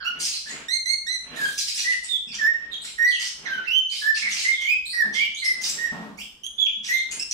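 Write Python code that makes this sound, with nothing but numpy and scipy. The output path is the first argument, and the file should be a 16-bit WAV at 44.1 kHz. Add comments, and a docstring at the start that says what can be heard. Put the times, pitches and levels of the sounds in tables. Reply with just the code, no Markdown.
"""A cockatiel's slurred whistles and piercing chirps alternate with rough squawks and hoarse rasps.
Its syrinx is the source, harmonic in the notes and chaotic in the rasps; throat and beak are the filter.
Behind the voice, wings stir the air and feet bump the perch, exciting the modes of a wire cage.
The small hard-walled room reverberates for half a second after every note, over faint room air.
A phone about a metre away picks up the scene and limits the loudest notes."""
import sys
import numpy as np
from scipy import signal
from scipy.fft import rfft, irfft, next_fast_len
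from scipy.io import wavfile
from scipy.ndimage import uniform_filter1d

SR = 44100
rng = np.random.default_rng(int(sys.argv[2]) if len(sys.argv) > 2 else 0)


def transcribe(u):
    """Save the signal u as a 16-bit wav file named by the first command-line argument.

    u: samples, shape (n,) or (channels, n), limited to [-1, 1]; the rate is SR.
    q: integer samples, one column per channel.
    """
    v = np.clip(np.atleast_2d(u).T, -1, 1)
    q = np.round(v * 32767).astype(np.int16)
    wavfile.write(sys.argv[1], SR, q)


N = 323253


def undb(db):
    """Decibels to amplitude gain."""
    return 10 ** (np.asarray(db) / 20)


def unit(x):
    """Normalisation to rms 1."""
    return x / np.sqrt(np.mean(x ** 2) + 1e-20)


def read(points, hz):
    """Interpolation of a (Hz, value) table on a log-frequency axis."""
    f, value = np.transpose(points)
    return np.interp(np.log(np.maximum(hz, 1)), np.log(f), value)


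def bins(count):
    """Fourier frequencies of count samples, at least 1 Hz."""
    return np.maximum(np.fft.rfftfreq(count, 1 / SR), 1)


def noise(count, db):
    """Spectral shaping: white noise weighted by db in each bin, rms 1."""
    white = rng.standard_normal(max(count, SR // 2))[:count]
    return unit(irfft(rfft(white) * undb(db), count))


def wobble(count, hz):
    """Low-pass noise: random motion mostly slower than hz, rms 1."""
    return noise(count, -20 * np.log10(1 + (bins(count) / hz) ** 2))


def gate(length, attack, release):
    """Times and envelope of a smooth onset, a hold and an exponential decay; arguments in seconds."""
    t = np.arange(next_fast_len(int((length + 6 * release) * SR), True)) / SR
    onset = np.sin(np.pi / 2 * np.minimum(t / attack, 1)) ** 2
    return t, onset * np.exp(-np.maximum(t - length, 0) / release)


def add(track, start, x):
    """Superposition: mix a sound into a track at start seconds."""
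    i = max(int(start * SR), 0)
    track[i:i + len(x)] += x[:max(N - i, 0)]


def diffuse(mid, side):
    """Diffuse-field coherence: the two microphone ports are alike in the bass, unrelated in the treble."""
    count = len(mid)
    coherence = .85 / (1 + (bins(count) / 650) ** 2)
    mid, side = rfft(mid) * np.sqrt(1 + coherence), rfft(side) * np.sqrt(1 - coherence)
    return irfft(np.array([mid + side, mid - side]), count) / np.sqrt(2)


# Spectrum of the room air. Each row: frequency in Hz, relative level in dB.
AIR_SPECTRUM = [(25, -14), (58, 0), (95, -15), (180, -10), (400, -17), (1500, -22), (15000, -45)]


def room_air(level_db=-61):
    """Ambient noise: a faint low rumble arrives from all sides as a diffuse field."""
    count = next_fast_len(N, True)
    spectrum_db = read(AIR_SPECTRUM, bins(count))
    return undb(level_db) * diffuse(noise(count, spectrum_db), noise(count, spectrum_db))[:, :N]


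# Reverberation of the room. Each row: frequency in Hz, time to decay by 60 dB in seconds.
REVERB_TIMES = [(250, 0.42), (2000, 0.43), (5000, 0.61), (12000, 0.42)]


def room_tail():
    """Reverberation: dense wall echoes decay exponentially, each octave at its own rate."""
    t = np.arange(SR) / SR
    echoes = rfft(rng.standard_normal(SR))
    octave = np.clip(np.round(np.log2(bins(SR) / 250)), 0, 6)
    tail = np.zeros(SR)
    for k in range(7):
        t60 = read(REVERB_TIMES, 250 * 2 ** k)
        tail += irfft(echoes * (octave == k), SR) * np.exp(-np.log(1000) * t / t60)
    tail *= np.clip((t - .003) / 0.00053, 0, 1)  # the first reflection arrives after 3 ms
    return tail / np.sqrt(np.sum(tail ** 2))


# Shading by the phone's body. Each row: frequency in Hz, level of the left port over the right in dB.
PORT_SHADING = [(500, 6), (1500, -7.5), (1900, -7), (2500, -15), (3400, -22), (5500, -6), (8000, 20.5),
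                (12000, -2)]


def ports(x, right_lag_s=0.00017):
    """Path difference and acoustic shadow: direct sound reaches the ports at unequal times and levels."""
    count = next_fast_len(N, True)
    f = bins(count)
    ratio = undb(read(PORT_SHADING, f))
    delay = np.exp(-2j * np.pi * f * right_lag_s)
    pair = np.array([ratio, delay]) * np.sqrt(2 / (1 + ratio ** 2))
    return irfft(rfft(x, count) * pair, count)[:, :N]


# Spectrum of air stirred by a wing. Each row: frequency in Hz, relative level in dB.
WING_SPECTRUM = [(20, -45), (80, -24), (150, 0), (350, -4), (700, -10), (1800, -4), (3000, -6), (4500, -22),
                 (12000, -38)]
# Wing sweeps. Each row: start in seconds, length in seconds, mid-sweep level in dB.
WING_SWEEPS = [(0.081, 0.19, -50), (0.437, 0.24, -44.5), (1.209, 0.35, -44), (2.215, 0.79, -54.5),
               (3.34, 0.33, -47), (5.446, 0.61, -50), (7.044, 0.18, -51)]


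def wings():
    """Flow noise: soft uneven rushes of air swell and fade as the wings open and fold."""
    out = np.zeros(N)
    for start, length, db in WING_SWEEPS:
        count = int(length * SR)
        swell = np.sin(np.pi * np.arange(count) / count)
        flutter = undb(2.5 * wobble(count, hz=30))
        rush = noise(count, read(WING_SPECTRUM, bins(count)))
        add(out, start, rush * flutter * swell * undb(db))
    return out


# Modes of perch and cage. Each row: frequency in Hz, bandwidth in Hz, relative peak in dB.
CAGE_MODES = [(202, 67, 29), (300, 120, -1), (457, 12, 15.5), (830, 810, 6), (1145, 140, -14)]
# Feet on the perch. Each row: start in seconds, level in dB, spectral tilt in dB per octave.
PERCH_BUMPS = [(2.27, -52.5, -8), (4.221, -56, -8), (5.033, -45.5, 3.5), (5.919, -37, 3),
               (6.02, -42.5, 3.5), (6.771, -58.5, -13)]


def perch_bumps():
    """Modal resonance: a scuff of the feet rings perch and cage; soft steps ring mainly the lowest mode."""
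    out = np.zeros(N)
    lowest_hz = CAGE_MODES[0][0]
    for start, db, tilt_db in PERCH_BUMPS:
        t, envelope = gate(length=0.036, attack=0.0014, release=0.077)
        f = bins(len(t))
        response = sum(undb(mode_db) / np.hypot(1, (f / hz - hz / f) * hz / width) ** 2
                       for hz, width, mode_db in CAGE_MODES)
        spectrum_db = 20 * np.log10(response) + tilt_db * np.log2(np.maximum(f, lowest_hz))
        add(out, start, noise(len(t), spectrum_db) * envelope * undb(db))
    return out


# Source spectrum of a rasp before its tilt. Each row: frequency in Hz, relative level in dB.
RASP_SPECTRUM = [(400, -19.5), (1000, -6), (1500, -4.5), (2400, 8.5), (5300, 1), (7500, -3.5),
                 (9500, -10.5), (11500, -25.5), (15000, -28.5)]
# Hoarse rasps. Each row: start in seconds, length in seconds, level in dB, spectral tilt in dB per
# octave, throat resonance in Hz.
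RASP_CALLS = [ (0.183, 0.097, -28.5, 8.5, 5760), (0.298, 0.07, -34, 5.5, 5100),
              (0.448, 0.086, -41, 5.5, 7400), (1.343, 0.21, -41, 13, 4100),
              (1.564, 0.044, -25.5, 8.5, 6270), (1.658, 0.043, -27.5, 6, 5430),
              (1.735, 0.1, -29, 7.5, 5860), (1.883, 0.045, -34, 5, 5400), (2.023, 0.035, -33, 2.5, 8550),
              (2.319, 0.049, -35, 1.5, 5100), (2.83, 0.057, -36.5, 3.5, 9100), (3.181, 0.09, -30, 4, 6100),
              (3.884, 0.13, -35, 6.5, 5060), (4.134, 0.079, -28, 3, 5200), (4.269, 0.19, -33, 5, 6000),
              (4.595, 0.0264, -30.5, -1, 6700), (5.124, 0.039, -30, 3, 5440),
              (5.43, 0.032, -27.5, 7.5, 5130), (5.599, 0.1, -28, 8.5, 6000), (6.165, 0.057, -41, 18, 5300),
              (6.825, 0.068, -33.5, 3, 6100), (7.1, 0.035, -32.5, 4.5, 8300),
              (7.296, 0.034, -30, 7.5, 6000)]


def rasps(throat_peak_db=10.5, half_width_hz=560, wander=0.09, patch_db=6, swell_db=3.5):
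    """Chaotic oscillation: the syrinx hisses through a wandering throat resonance and brief side peaks."""
    out = np.zeros(N)
    window = dict(nperseg=256, noverlap=192)
    for start, length, db, tilt_db, throat_hz in RASP_CALLS:
        t, envelope = gate(length, attack=.03, release=.012)
        count = len(t)
        octaves = np.log2(np.maximum(bins(count), RASP_SPECTRUM[0][0]))
        source = noise(count, read(RASP_SPECTRUM, bins(count)) + tilt_db * octaves)
        f, frames, spectra = signal.stft(source, SR, **window)
        centre_hz = throat_hz * (1 + wander * np.interp(frames, t, wobble(count, hz=30)))
        throat_db = throat_peak_db / (1 + ((f[:, None] - centre_hz) / half_width_hz) ** 2)
        # side resonances: random patches, smoothed over frequency and then over time
        patches = uniform_filter1d(rng.standard_normal(spectra.shape), size=3, axis=0)
        patches = unit(uniform_filter1d(patches, size=11, axis=1))
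        hiss = signal.istft(spectra * undb(throat_db + patch_db * patches), SR, **window)[1][:count]
        effort_db = swell_db * (np.sin(np.pi * np.minimum(t / length, 1)) - 1)
        flutter_db = 2 * wobble(count, hz=60) + 2.5 * wobble(count, hz=400)
        add(out, start, unit(hiss) * envelope * undb(db + effort_db + flutter_db))
    return out


def syrinx(pitch, beak, overtone_db, rough, harmonics, flicker_db=4):
    """Source and filter: the beak colours a harmonic series; roughness shakes its pitch and amplitude."""
    count = len(pitch)
    jitter = rough ** 1.4 * (.065 * wobble(count, hz=600) + .035 * wobble(count, hz=90))
    hz = pitch * (1 + jitter)
    phase = 2 * np.pi * np.cumsum(hz) / SR
    voice = np.sin(phase)
    for k in range(2, harmonics + 1):
        colour_db = read(beak, k * hz) + flicker_db * wobble(count, hz=35)
        voice += undb(overtone_db + colour_db) * (k * hz < SR / 2) * np.sin(k * phase)
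    shimmer = undb(7.3 * rough * wobble(count, hz=207))
    return np.sqrt(2) * voice * shimmer


# Filter of the open beak, for squawks and chirps. Each row: frequency in Hz, overtone gain in dB.
OPEN_BEAK_FILTER = [(3500, -0.5), (4200, 7.5), (5500, 0.5), (6500, -6), (8300, -7.5), (10400, -16.5),
                    (12200, -31), (14500, -30)]
# Squawks. Each row: start in seconds, length in seconds, first and last pitch in Hz, level in dB,
# overtone gain in dB.
SQUAWK_CALLS = [ (0.0, 0.035, 1584, 1540, -38.5, -10.5), (0.451, 0.09, 1620, 2150, -44, -27),
                (2.269, 0.06, 2717, 2450, -47.5, -4), (2.71, .036, 3860, 3470, -33, -13),
                (2.811, 0.035, 4400, 3620, -46, 9.5), (3.064, 0.025, 4490, 4260, -32, -8),
                (3.104, 0.063, 3535, 2800, -32, -11), (3.45, 0.028, 2170, 1768, -32.5, -17),
                (3.63, 0.054, 1615, 2440, -44, -11.5), (4.213, 0.068, 2326, 1986, -29, -39),
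                (4.359, 0.046, 5760, 3830, -36.5, -19), (4.514, 0.17, 3564, 3080, -40, -22),
                (4.851, 0.084, 3884, 4660, -37, 2.5), (5.139, 0.13, 3370, 2940, -34, -46),
                (5.34, 0.071, 3053, 4380, -39.5, -2.5), (6.175, 0.053, 2093, 3310, -39, -16),
                (6.928, 0.072, 3800, 3680, -38.5, -15)]


def squawks(warble_depth=0.0563):
    """Frequency modulation: an uneven warble rides on a glide so rough that its pitch scatters."""
    out = np.zeros(N)
    for start, length, first_hz, last_hz, db, overtone_db in SQUAWK_CALLS:
        t, envelope = gate(length, attack=.012, release=.004)
        warble_hz = 85 + 45 * wobble(len(t), hz=60)
        warble = np.sin(2 * np.pi * np.cumsum(warble_hz) / SR)
        pitch = np.interp(t, [0, length], [first_hz, last_hz]) * (1 + warble_depth * warble)
        voice = syrinx(pitch, OPEN_BEAK_FILTER, overtone_db, rough=0.468, harmonics=3)
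        add(out, start, voice * envelope * undb(db))
    return out


# Open-beaked chirps. Each row: start in seconds, length in seconds, first and top pitch in Hz, time to
# the top in seconds, level in dB, overtone gain in dB, roughness from 0 to 1.
CHIRP_CALLS = [(0.682, 0.09, 1780, 2116, 0.072, -31, -3.5, 0.05),
               (0.856, 0.088, 1974, 2166, 0.093, -29.5, -2.5, 0.12),
               (1.064, 0.1, 1796, 2042, 0.064, -31, -6.5, 0.14),
               (6.432, .041, 3003, 3240, 0.0387, -34.5, -0.5, 0.43),
               (7.194, 0.041, 2523, 2684, 0.037, -38, 5.5, 0.48)]


def chirps(growth_db=3):
    """Parabolic frequency sweep: a chirp arches upward and grows a little, piercing with overtones."""
    out = np.zeros(N)
    for start, length, first_hz, top_hz, top_s, db, overtone_db, rough in CHIRP_CALLS:
        t, envelope = gate(length, attack=.004, release=.0015)
        pitch = top_hz - (top_hz - first_hz) * (1 - t / top_s) ** 2
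        effort_db = growth_db * (t / length - .5)
        voice = syrinx(pitch, OPEN_BEAK_FILTER, overtone_db, rough, harmonics=7)
        add(out, start, voice * envelope * undb(db + effort_db))
    return out


# Filter of the nearly shut beak. Each row: frequency in Hz, overtone gain in dB.
SHUT_BEAK_FILTER = [(2900, 15.5), (3150, 5), (3700, -15.5), (5000, -2), (6100, -7), (7200, -13.5),
                    (9800, -27.5), (11700, -14.5), (13300, -17.5), (14700, -17.5)]
# Whistles. Each row: start in seconds, length in seconds, first and second pitch in Hz, times of the
# slur and of the loudness crest as shares of the length, final drop as a share of the pitch, crest
# level in dB, overtone gain in dB.
WHISTLE_NOTES = [ (0.038, 0.07, 1302, 1450, 0.34, 0.5, 0.079, -31.5, -13),
                 (1.359, 0.099, 1810, 1649, 0.35, 0.95, 0.036, -25, -16.5),
                 (1.836, 0.1, 1906, 2010, 0.39, 0.66, 0.082, -20.5, -39),
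                 (2.079, 0.088, 3670, 3444, 0.5, 0.63, 0.064, -24, -11),
                 (2.379, 0.04, 1880, 1754, 0.47, 1, 0.033, -24, -17),
                 (2.418, 0.093, 1700, 1872, 0.44, 0.74, 0, -15.5, -19.5),
                 (2.977, 0.14, 1844, 1981, 0.46, 0.53, 0.034, -16.5, -20),
                 (3.472, 0.13, 1581, 1470, 0.63, 0.54, 0.069, -29.5, -23),
                 (3.664, 0.13, 2610, 3062, 0.38, 1, 0, -16.5, -20),
                 (4.01, 0.1, 1671, 1796, 0.48, 0.78, 0.053, -21, -16.5),
                 (4.438, 0.11, 1940, 2134, 0.27, 0.44, 0.028, -21, -21.5),
                 (4.608, 0.13, 2133, 2540, 0.6, 0.87, 0.0031, -19, -17.5),
                 (4.925, .1, 1898, 1780, .82, 0.84, 0.034, -19, -19),
                 (5.141, 0.13, 2072, 2325, 0.41, 0.56, 0.062, -22, -20.5),
                 (5.414, 0.13, 2067, 2049, 0.42, 0.53, 0.038, -22.5, -18.5),
                 (5.772, 0.11, 1854, 1892, 0.48, 0.73, 0.051, -24.5, -17.5),
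                 (6.576, 0.094, 3396, 3344, 0.54, 0.54, 0.28, -17.5, -17.5),
                 (6.879, 0.13, 1875, 2101, 0.3, 0.51, 0.024, -21.5, -11)]


def whistles(settle_s=0.01106, drop_s=.005, clear_s=0.048, swell_db=11.5):
    """Glissando: a tone settles, slurs to a second pitch, swells as it clears and may flick downward."""
    out = np.zeros(N)
    slur_width, crest_width, latest_crest = 0.1666, .42, .88  # shares of the length
    for start, length, first_hz, second_hz, slur_at, crest_at, drop, db, overtone_db in WHISTLE_NOTES:
        t, envelope = gate(length, attack=.016, release=.003)
        slur = (1 + np.tanh((t / length - slur_at) / slur_width)) / 2
        sharp_onset = 1 + 0.0401 * np.exp(-t / settle_s)
        waver = 1 + 0.0084 * wobble(len(t), hz=70)
        flick = 1 - drop * np.exp(np.minimum(t - length, 0) / drop_s)
        pitch = (first_hz + (second_hz - first_hz) * slur) * sharp_onset * waver * flick
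        crest = np.exp(-((t / length - min(crest_at, latest_crest)) / crest_width) ** 2)
        rough = 0.39 * np.exp(-t / clear_s)
        voice = syrinx(pitch, SHUT_BEAK_FILTER, overtone_db, rough, harmonics=9)
        add(out, start, voice * envelope * undb(db + swell_db * (crest - 1)))
    return out


def scene(room_db=3, beam_hz=3800, chirp_spill_db=-7):
    """Superposition of direct and reverberant fields: bird and cage sound over faint room air."""
    air = room_air()
    walls = diffuse(room_tail(), room_tail())
    whistled, chirped = whistles(), chirps()
    noises = squawks() + rasps() + perch_bumps() + wings()
    # directivity: the beak beams forward, so the walls get duller whistles and weaker chirps
    dulled = signal.lfilter(*signal.butter(1, beam_hz, fs=SR), whistled)
    to_walls = dulled + undb(chirp_spill_db) * chirped + noises
    reverberation = signal.fftconvolve(to_walls[None], walls, axes=1)[:, :N]
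    return ports(whistled + chirped + noises) + undb(room_db) * reverberation + air


def record(dry, ceiling_db=-15.5, recovery_db_per_s=30.5, top_hz=15600):
    """Limiting: the phone's gain drops at once on loud notes and creeps back; a low-pass cuts the top."""
    power = uniform_filter1d(np.mean(dry ** 2, axis=0), size=SR // 100)
    excess_db = np.maximum(10 * np.log10(np.abs(power) + 1e-12) - ceiling_db, 0)
    recovery_db = recovery_db_per_s * np.arange(N) / SR
    cut_db = np.maximum.accumulate(excess_db + recovery_db) - recovery_db
    low_pass = signal.ellip(10, .2, 80, top_hz, fs=SR, output="sos")
    return signal.sosfilt(low_pass, dry * undb(-cut_db))


dry = scene()
out = record(dry)
transcribe(out)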